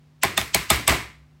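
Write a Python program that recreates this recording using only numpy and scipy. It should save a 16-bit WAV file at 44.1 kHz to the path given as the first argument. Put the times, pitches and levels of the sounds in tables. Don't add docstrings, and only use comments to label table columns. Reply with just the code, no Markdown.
import sys
import numpy as np
from scipy import signal
from scipy.fft import rfft, irfft
from scipy.io import wavfile

SR = 44100
rng = np.random.default_rng(int(sys.argv[2]) if len(sys.argv) > 2 else 0)


def transcribe(signal):
    frames = np.atleast_2d(signal).T
    limited = np.clip(frames, -1, 1)
    pcm = np.round(limited * 32767).astype(np.int16)
    wavfile.write(sys.argv[1], SR, pcm)


N = 61739

# start_s, clack_db, clack_pitch_ratio, tick_db,
# chatter_s, tray_db, case_db, plate_db, plate_pitch_ratio, keycap_db, keycap_pitch_ratio, stem_db,
# stabiliser_db, room_db, room_tilt_db_per_octave
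STROKES = [(0.2331, -17.5, 0.76, -12.5, 0.003, -28, -11, -13, .81, -11, .98, -23.5, -21.5, -2.95, -0.5),
           (0.376, -18.5, 0.95, -18, 0.0049, -24.5, -14, -17, .96, -16, .92, -11.5, -23.5, -5, 1.47),
           (0.5453, -17, 0.88, -12.5, .0046, -18.5, -10.5, -27, 0.7, -11.5, 1.11, -33.5, -11.5, -2.5, 1),
           (0.702, -19, 0.92, -11.5, 0.005, -14, -9.5, -10.5, 0.96, -14.5, 1.08, -10.5, -14.5, 2.5, 0.5),
           (0.8776, -18, 0.63, -9.5, .0028, -21, -12, -12.5, 0.9, -12, 1.02, -14, -19.5, 5, 0.04)]
# start_s, clack_db, tick_db, tray_db, case_db
REBOUNDS = [(.2432, -15.5, -41, -25, -13.5), (.2485, -18.5, -44, -21.5, -41),
            (0.3921, -25, -38, -46.5, -40), (0.4138, -20.5, -42, -36.5, -23.5),
            (0.5589, -23.5, -37.5, -37, -26), (.7190, -23, -32, -35, -33.5), (0.759, -29, -24.5, -46, -30),
            (0.896, -15, -24, -22, -29), (0.923, -18, -39, -27.5, -15)]
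# start_s, level_db, pitch_ratio
SHOVES = [(0.244, -29.5, 1.4), (0.387, -30.5, 1.0), (.551, -30.5, 0.89), (0.715, -19.5, 1.0),
          (.886, -18.5, 0.97)]
# pitch_hz, level_db
HUM_HARMONICS = [(50, -75), (100, -73.5), (150, -56), (250, -68), (350, -80.5)]

# frequency_hz, density_db
AIR_SPECTRUM = [(20, -34), (40, -12), (75, 0), (150, -8), (300, -13.5), (600, -19), (2000, -24.5),
                (5000, -31), (11000, -42), (16000, -42.5)]
LEAD_IN_SPECTRUM = [(200, -24.5), (1500, -18.5), (2800, -5.5), (3800, -9.5), (6000, -11), (8000, -11.5),
                    (10000, -37.5), (16000, -40)]
CLACK_SPECTRUM = [(30, -42.5), (150, -24.5), (500, -22.5), (800, -2), (1400, -4), (2100, 3), (2900, -1.5),
                  (3600, 0), (4400, -7.5), (6000, -6), (9000, -19), (16000, -23)]
TICK_SPECTRUM = [(1000, -29), (5000, -15.5), (6900, -7), (8000, 3), (9200, -7), (10300, 0), (11200, -5.5),
                 (12400, -1), (14000, -12.5), (17000, -5)]
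ROOM_SPECTRUM = [(25, -31.5), (60, -7.5), (120, 2.5), (200, 0.5), (380, 0), (520, -6.5), (700, -4),
                 (850, -6.5), (1020, -1), (1500, -4), (2150, 2), (2900, -5.5), (4500, -9), (6200, -13.5),
                 (7500, -13), (8250, -11.5), (9000, -17), (11300, -17.5), (12100, -16.5), (13000, -18),
                 (16000, -22)]
# frequency_hz, t60_s
ROOM_DECAY = [(100, .38), (400, 0.39), (750, 0.37), (1300, 0.41), (2200, 0.4), (4500, 0.39), (8000, 0.36),
              (12000, 0.32), (18000, .32)]

# pitch_hz, level_db, t60_s
KEYCAP_MODES = [(1760, -10, .035), (2035, 0, .055), (2310, -9, .04), (2740, -4, .03), (3200, -7, .03)]
STEM_MODES = [(3340, -10, .045), (3562, 0, .06), (3675, -4, .05), (5150, -14, .035), (8280, -12, .045)]
STABILISER_MODES = [(4225, 0, .05), (4610, -8, .05), (4950, -2, .05), (5300, -6, .04), (6600, -6, .055),
                    (7900, -2, .04)]
CASE_MODES = [(652, 1.5, 0.049), (725, -14, 0.047), (811, 0.5, 0.046), (1010, -14.5, 0.025)]
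PLATE_MODES = [(1069, -7.5, 0.064), (1254, -3, 0.05), (1326, -5, .07)]
TRAY_MODES = [(166, 0.5, 0.079), (200, -5, 0.063), (270, -7, 0.081), (346, -4, 0.071), (387, -1.5, .06),
              (436.5, -5.5, 0.084)]
SPRING_MODES = [(1010, 0, .46), (1178, -7, .45), (2043, -2, .48), (2205, -1, .5), (8130, -7, .33),
                (8370, -8, .33), (12100, -11, .32)]
DESK_MODES = [(46, -1, 0.16), (67.6, 4.5, 0.17), (81, -7, 0.056), (114.7, -6, 0.42), (65.7, -17.5, 1),
              (71.95, -22, 1.0)]

SMALL_PART_RISE_S, CASE_RISE_S, TRAY_RISE_S = 0.00068, 0.0023, 0.0033
CASE_LAG_S, TRAY_LAG_S = 0.0015, 0.003
LEAD_IN_S, ROOM_DELAY_S = 0.019, 0.003


def amp(db):
    return 10 ** (np.asarray(db) / 20)


def unit_rms(x):
    return x / np.sqrt(np.mean(x ** 2) + 1e-20)


def read_curve(points, hz):
    points_hz, values = np.transpose(points)
    return np.interp(np.log(hz + 1), np.log(points_hz), values)


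def add(mix, start_s, sound):
    part = mix[max(round(start_s * SR), 0):][:len(sound)]
    part += sound[:len(part)]


def colour(x, spectrum, tilt_db=0):
    hz = np.fft.rfftfreq(len(x), 1 / SR)
    octaves = np.log2(np.maximum(hz, 500) / 4000)
    gain = amp(read_curve(spectrum, hz) + tilt_db * octaves)
    return unit_rms(irfft(rfft(x) * gain, len(x)))


def room_tone(air_db=-62):
    t = np.arange(N) / SR
    hum = sum(amp(db) * np.sqrt(2) * np.sin(2 * np.pi * (hz * t + rng.random()))
              for hz, db in HUM_HARMONICS)
    return hum + amp(air_db) * colour(rng.standard_normal(N), AIR_SPECTRUM)


def lead_in_hiss(growth_s=0.0046, trim_db=-4.5):
    t = np.arange(2048) / SR
    envelope = np.exp(-abs(t - LEAD_IN_S) / growth_s)
    return amp(trim_db) * colour(rng.standard_normal(len(t)), LEAD_IN_SPECTRUM) * envelope


def chatter(length_s, spectrum, pitch=1, contacts_per_s=8000, rise_s=0.0005, fall_s=0.00076):
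    t = np.arange(2048) / SR
    contacts = rng.choice([-1., 1.], len(t)) * (rng.random(len(t)) < contacts_per_s / SR)
    rattle = colour(contacts, [(hz * pitch, db) for hz, db in spectrum])
    envelope = np.minimum(t / rise_s, 1) * np.exp(-np.maximum(t - length_s, 0) / fall_s)
    return unit_rms(rattle * envelope) * np.sqrt(np.mean(envelope ** 2))


def ring(modes, rise_s, pitch=1):
    t = np.arange(SR) / SR
    waves = sum((-1) ** k * amp(db - 60 * t / t60) * np.sin(2 * np.pi * hz * pitch * t)
                for k, (hz, db, t60) in enumerate(modes))
    swell = 1 - np.exp(-(t / rise_s) ** 2)
    return waves * swell / np.linalg.norm([amp(db) for _, db, _ in modes])


def strokes():
    out = np.zeros(N)
    for (start_s, clack_db, clack_pitch, tick_db, chatter_s, tray_db, case_db, plate_db, plate_pitch,
         keycap_db, keycap_pitch, stem_db, stabiliser_db, *_) in STROKES:
        add(out, start_s - LEAD_IN_S, amp(clack_db) * lead_in_hiss())
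        add(out, start_s, amp(clack_db) * chatter(chatter_s, CLACK_SPECTRUM, clack_pitch))
        add(out, start_s, amp(tick_db) * chatter(chatter_s, TICK_SPECTRUM))
        add(out, start_s, amp(keycap_db) * ring(KEYCAP_MODES, SMALL_PART_RISE_S, keycap_pitch))
        add(out, start_s, amp(stem_db) * ring(STEM_MODES, SMALL_PART_RISE_S))
        add(out, start_s, amp(stabiliser_db) * ring(STABILISER_MODES, SMALL_PART_RISE_S))
        add(out, start_s + CASE_LAG_S, amp(case_db) * ring(CASE_MODES, CASE_RISE_S))
        add(out, start_s + CASE_LAG_S, amp(plate_db) * ring(PLATE_MODES, CASE_RISE_S, plate_pitch))
        add(out, start_s + TRAY_LAG_S, amp(tray_db) * ring(TRAY_MODES, TRAY_RISE_S))
    return out


def springs(trim_db=-31):
    out = np.zeros(N)
    for start_s, *_, room_db, _ in STROKES:
        add(out, start_s, amp(trim_db + room_db) * ring(SPRING_MODES, rise_s=0.0095))
    return out


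def reflections(direct, count=12, spread_s=0.018, level_db=-15.5):
    out = np.zeros(N)
    for lag, polarity in rng.random((count, 2)):
        add(out, ROOM_DELAY_S + lag * spread_s, np.sign(polarity - 0.5) * direct)
    return out * amp(level_db) / np.sqrt(count)


def room_tail(trim_db=-19, rise_s=0.0049, grain_db=2):
    out, t = np.zeros(N), np.arange(SR) / SR
    swell = 1 - np.exp(-t / rise_s)
    for start_s, *_, room_db, tilt_db in STROKES:
        echoes = rng.standard_normal(SR)
        echoes *= amp(grain_db * np.minimum(rng.exponential(1, SR), 5))
        hz, age_s, bands = signal.stft(colour(echoes, ROOM_SPECTRUM, tilt_db), SR, nperseg=256)
        decay = amp(-60 * age_s / read_curve(ROOM_DECAY, hz)[:, None])
        tail = signal.istft(bands * decay, SR, nperseg=256)[1][:SR]
        add(out, start_s + ROOM_DELAY_S, amp(trim_db + room_db) * tail * swell)
    return out


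def rebounds(chatter_s=0.001):
    out = np.zeros(N)
    for start_s, clack_db, tick_db, tray_db, case_db in REBOUNDS:
        add(out, start_s, amp(clack_db) * chatter(chatter_s, CLACK_SPECTRUM))
        add(out, start_s, amp(tick_db) * chatter(chatter_s, TICK_SPECTRUM))
        add(out, start_s, amp(case_db) * ring(CASE_MODES, CASE_RISE_S))
        add(out, start_s, amp(tray_db) * ring(TRAY_MODES, TRAY_RISE_S))
    return out


def desk(rise_s=0.012):
    out, t = np.zeros(N), np.arange(SR) / SR
    swell = 1 - np.exp(-(t / rise_s) ** 2)
    for start_s, level_db, pitch in SHOVES:
        boom = sum(amp(db - 60 * t / t60) * np.sin(2 * np.pi * hz * pitch * t)
                   for hz, db, t60 in DESK_MODES)
        add(out, start_s, amp(level_db) * boom * swell)
    return out


def scene():
    spacebar = strokes() + rebounds()
    return (spacebar + springs() + reflections(spacebar) + room_tail() + desk() + room_tone())[None]


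def record(dry):
    low_cut_hz, high_cut_hz = 33, 15950
    x = signal.sosfilt(signal.butter(4, low_cut_hz, "high", fs=SR, output="sos"), dry)
    rounded = x / (1 + x ** 4) ** 0.25
    high_cut = signal.firwin(511, high_cut_hz, window=("kaiser", 9), fs=SR)
    return signal.oaconvolve(rounded, high_cut[None], "same")


dry = scene()
out = record(dry)
transcribe(out)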